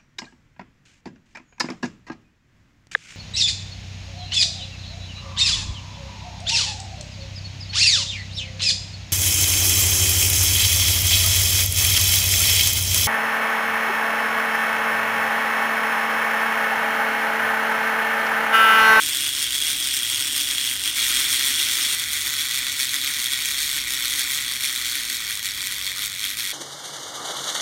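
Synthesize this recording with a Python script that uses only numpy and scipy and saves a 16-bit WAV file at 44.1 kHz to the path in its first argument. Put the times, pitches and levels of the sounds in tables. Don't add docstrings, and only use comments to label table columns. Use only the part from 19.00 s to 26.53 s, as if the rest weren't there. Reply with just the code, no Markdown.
import sys
import numpy as np
from scipy import signal
from scipy.fft import rfft, irfft
from scipy.io import wavfile
from scipy.ndimage import uniform_filter1d

SR = 44100
rng = np.random.default_rng(int(sys.argv[2]) if len(sys.argv) > 2 else 0)


def bounce(signal):
    frames = np.transpose(np.atleast_2d(signal))
    limited = np.clip(frames, -1, 1)
    pcm = np.round(limited * 32767).astype(np.int16)
    wavfile.write(sys.argv[1], SR, pcm)


N = 332073
TIME = np.arange(N) / SR
FULL_SPEED_HZ = 135


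def undb(db):
    return 10 ** (np.asarray(db) / 20)


def unit(x):
    return x / np.sqrt(np.mean(x ** 2))


def curve(rows):
    return np.interp(TIME, *np.transpose(rows))


def log_interp(hz, points_hz, db):
    return np.interp(np.log(hz + 1), np.log(points_hz), db)


def walk(rate_hz):
    hold = int(SR / rate_hz)
    steps = np.repeat(rng.standard_normal(N // hold + 1), hold)
    return unit(uniform_filter1d(uniform_filter1d(steps, hold), hold)[:N])


def convolve(x, response):
    return signal.fftconvolve(x, response)[:N]


def below(x, hz):
    return signal.filtfilt(*signal.butter(2, min(hz, .45 * SR), fs=SR), x)


# f/Hz, relative density level/dB
RUMBLE_SPECTRUM = [(20, -39), (35, -10.5), (55, -2), (68, -5), (105, -2), (145, -4), (180, -18), (290, -14),
                   (450, -19), (900, -19.5), (4000, -35)]
# f/Hz, rms level at the start/dB, rms level at the end/dB
HUM_TONES = [(55, -58, -57.5), (100.4, -57.5, -67.5), (199.5, -78, -66.5), (250, -59.5, -64.5),
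             (298.6, -58, -65.5), (518, -74, -64.5)]
def ventilation(rumble_db=-53.0, swell_db=1.0, waver_db=3.0, drift=0.0148):
    hz = np.arange(N // 2 + 1) * SR / N
    colour = undb(log_interp(hz, *np.transpose(RUMBLE_SPECTRUM)))
    rumble = irfft(rfft(rng.standard_normal(N)) * colour, N)
    out = undb(rumble_db + swell_db * walk(7)) * unit(rumble)
    for tone_hz, first_db, last_db in HUM_TONES:
        phase = 2 * np.pi * np.cumsum(tone_hz * (1 + drift * walk(14))) / SR
        tone = unit(np.sin(phase) * undb(waver_db * walk(5)))
        out = out + undb(np.linspace(first_db, last_db, N)) * tone
    return out


def room(x, wet_db=-6.0, treble_db=1.5, t60_low=0.34, t60_high=0.1, split_hz=6500, count=10):
    t = TIME[:SR // 3]
    patterns = np.array([walk(120) for _ in range(count)])
    fade_low, fade_high = (undb(-60 * t / t60) for t60 in (t60_low, t60_high))
    out = 0
    for share in patterns / np.linalg.norm(patterns, axis=0):
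        noise = rng.standard_normal(len(t))
        low = below(noise, split_hz)
        tail = low * fade_low + (noise - low) * undb(treble_db) * fade_high
        out = out + convolve(x * share, tail / np.linalg.norm(fade_low))
    return undb(wet_db) * out


# t/s, level at resonance re the shell sound/dB
PING_LEVEL = [(0, -39), (4.8, -15), (6.5, -9), (7.15, -10), (7.3, -1), (7.53, -2)]
def ping(sound, ring_hz=11800, width_hz=900):
    ring = signal.lfilter(*signal.iirpeak(ring_hz, ring_hz / width_hz, fs=SR), sound)
    return ring * undb(curve(PING_LEVEL))


# f/Hz, relative level head-on/dB, from the side/dB
BODY_COLOUR = [(104,-36.5,-30),(297,-14,-16),(465,-27,-30),(764,-26,-28.5),(1250,-17.5,-15),(2450,-10.5,-15.5),(4830,-10,-17.5),(7230,-8.5,-8.5),(10700,-13.5,-15.5),(13000,-12.5,-13),(15700,-14.5,-14)]
# f/Hz, bandwidth/Hz, height head-on/dB, height from the side/dB
SHELL_MODES = [(1506,210,5,4.5),(1933,225,6,9.5),(2277,540,4,12),(2824,120,5,0.5),(3322,450,14,12.5),(3750,780,3.5,10),(4403,750,2.5,11),(5500,650,6,9.5),(6420,390,2.5,5.5),(8720,1480,9.5,6),(9660,960,4.5,5.5),(11500,1540,1.5,4.5),(13500,600,7,5)]
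def shell(view, size=2048):
    hz = np.arange(size // 2 + 1) * SR / size
    body = np.array(BODY_COLOUR)
    db = log_interp(hz, body[:, 0], body[:, 1 + view])
    for centre, width, *heights in SHELL_MODES:
        db = db + heights[view] / (1 + (2 * (hz - centre) / width) ** 2)
    cepstrum = irfft(np.log(undb(db)))
    cepstrum[1:size // 2] *= 2
    cepstrum[size // 2 + 1:] = 0
    response = irfft(np.exp(rfft(cepstrum)))
    return response / np.linalg.norm(response)


# t of one crest/s, rise/turns, fall/turns, depth at full speed in lows/dB, mids/dB, treble/dB
GEAR_SWELLS_FRONT = [(0.12, 0.3, 0.24, 1.5, 2.2, 1.7), (0.229, 0.13, 0.18, 1, 2.4, 0.38),
                     (0.27, .28, 0.21, 0.6, .5, 0.68)]
GEAR_SWELLS_SIDE = [(2.044, 0.23, 0.31, 1.65, 2.7, 2.4), (2.088, 0.43, 0.089, 0.35, 0.7, 1.8),
                    (2.15, .28, .28, 1.2, 1, 1.2)]
def gear_load(speed, view, swings_per_turn=(19, 30.6, 85), limp_power=0.46):
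    swells = (GEAR_SWELLS_FRONT, GEAR_SWELLS_SIDE)[view]
    swings, db = np.cumsum(speed) / SR, 0
    for per_turn, (crest_s, rise, fall, *depths_db) in zip(swings_per_turn, swells):
        turns = (swings - np.interp(crest_s, TIME, swings)) / per_turn
        past_crest = turns - np.round(turns)
        swell = np.exp(-(past_crest / np.where(past_crest < 0, rise, fall)) ** 2)
        db = db + np.outer(depths_db, swell - swell.mean())
    return db * (FULL_SPEED_HZ / speed) ** limp_power


def crawl(force, speed, view, hollow_hz=2650, hard_hz=5800, treble_db_per_octave=1.5):
    sound = convolve(force, shell(view))
    low, dull = below(sound, hollow_hz), below(sound, hard_hz)
    low_db, mid_db, treble_db = gear_load(speed, view)
    low_db = low_db + 0.87 * walk(35)
    mid_db = mid_db + 1.04 * walk(45)
    treble_db = treble_db + treble_db_per_octave * np.log2(speed / FULL_SPEED_HZ) + 0.9 * walk(42)
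    return low * undb(low_db) + (dull - low) * undb(mid_db) + (sound - dull) * undb(treble_db)


# t/s, relative strength, duration/s
LINKAGE_SURGES = [(0.205, 2, 0.032), (0.417, 7, .025), (0.67, 4, 0.035), (1.104, 5, .025),
                  (1.187, 1.5, 0.051), (1.849, 7, 0.05), (1.96, 1, 0.049), (3.383, 0, 0.026),
                  (3.782, 6.5, 0.034), (4.317, 5, 0.021), (4.452, -0.5, .04), (4.912, 3.5, .045),
                  (5.03, 0.5, 0.039), (5.722, 2.5, 0.053), (6.143, 4, 0.03), (7.012, 6, 0.047),
                  (7.22, 3.5, .05), (7.367, 4.5, 0.037)]
# t/s, relative strength, duration/s
RATTLE_DIPS = [(0.6, -0.5, 0.026), (1.902, 1, 0.021), (2.951, 1.5, 0.048), (3.934, 0.5, .05),
               (6.39, 2, 0.032), (6.513, 2, 0.027), (7.065, 1, 0.068), (7.342, 3.5, 0.029)]
def effort(speed, db_per_octave=3, onset_s=0.016, unsteady_db=.5):
    db = db_per_octave * np.log2(speed / FULL_SPEED_HZ) + unsteady_db * walk(45)
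    for db_per_strength, events in ((0.5, LINKAGE_SURGES), (-2.7, RATTLE_DIPS)):
        for start, strength, length in events:
            span = slice(int(start * SR), int((start + 2 * length) * SR))
            age = np.maximum(TIME[span] - start, 0)
            envelope = np.minimum(age / onset_s, 1) * np.exp(-(age / length) ** 3)
            db[span] += db_per_strength * strength * envelope
    return undb(db)


def blows(times, sizes, length_s, peak, uneven_db, count=40, taper=3.38):
    age = (np.arange(count) + rng.uniform(0, 1, (len(times), count))) / count
    swell = np.exp(-taper * np.abs(age - peak))
    contacts = swell * undb(uneven_db * rng.standard_normal(age.shape)) * rng.choice([-1, 1], age.shape)
    contacts *= sizes[:, None] / np.linalg.norm(contacts, axis=1, keepdims=True)
    at = ((times[:, None] + age * length_s) * SR).astype(int)
    return np.bincount(np.maximum(at, 0).ravel(), contacts.ravel(), minlength=N)[:N]


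# t/s, energy level of the contacts/dB
GEAR_KNOCKS = [(0.4265, 3), (1.3793, -6), (1.946, -1), (2.7864, -1), (4.456, 1), (5.6326, -3),
               (6.099, 0.5), (7.173, -13), (7.37, -6)]
def gear_knocks():
    times, levels_db = np.transpose(GEAR_KNOCKS)
    return blows(times, undb(levels_db), length_s=0.0051, peak=0.2, uneven_db=-0.5)


def escapement(speed, tock_db, jitter_s=.00025, scatter_db=3.5, mesh_db=-10.5, mesh_hz=6200, wander=.08):
    swings = np.cumsum(speed * (1 + wander * walk(30))) / SR
    whole = np.arange(int(swings[-1]))
    times = np.interp(np.concatenate([whole, whole + .5]), swings, TIME)
    scatter, jitter = rng.uniform(-1, 1, (len(times), 2)).T
    sizes = undb(np.repeat([0, tock_db], len(whole)) + scatter_db * scatter)
    ticks = blows(times + jitter_s * jitter, sizes, length_s=.004, peak=.64, uneven_db=3.0)
    teeth = below(rng.standard_normal(N), mesh_hz)
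    return unit(unit(ticks) + undb(mesh_db) * unit(teeth))


# t/s, f/Hz
SWING_RATE_FRONT = [(0, 147.7), (.4, 129.5), (.7, 136.4), (1.1, 132.5), (1.5, 132.9), (1.9, 108.1),
                    (2.4, 137.3), (2.95, 135.9)]
SWING_RATE_SIDE = [(1.95, 130.4), (3, 146.8), (3.5, 137.4), (4, 143.8), (4.4, 139.6), (4.8, 129.3),
                   (5.2, 130.8), (5.7, 123), (6.1, 112.6), (6.5, 103.5), (6.9, 102.7), (7.2, 94),
                   (7.53, 102)]
# t/s, level at full speed/dB
SPRING_DRIVE_FRONT = [(0, -24.5), (1.8, -24.5), (2.15, -24.2), (2.95, -25.5)]
SPRING_DRIVE_SIDE = [(1.95, -25), (2.6, -27), (3.2, -26), (5, -25.9), (6.4, -26), (7.53, -27)]
def toy(front_ends_s=2.95, side_starts_s=1.958):
    front, side = 1. * (TIME < front_ends_s), 1. * (TIME > side_starts_s)
    front_speed, side_speed = curve(SWING_RATE_FRONT), curve(SWING_RATE_SIDE)
    front_gain = undb(curve(SPRING_DRIVE_FRONT)) * effort(front_speed)
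    side_gain = undb(curve(SPRING_DRIVE_SIDE)) * effort(side_speed)
    knocks = gear_knocks()
    head_on = front * front_gain * escapement(front_speed, tock_db=-6.5) + (1 - side) * knocks
    side_on = side * (side_gain * escapement(side_speed, tock_db=-7) + knocks)
    return crawl(head_on, front_speed, view=0) + crawl(side_on, side_speed, view=1)


def scene():
    direct = toy()
    direct = direct + ping(direct)
    return (direct + room(direct) + ventilation())[None]


def record(dry, top_hz=15830):
    return signal.sosfilt(signal.ellip(12, .1, 80, top_hz, fs=SR, output="sos"), dry)


dry = scene()
out = record(dry)
bounce(out)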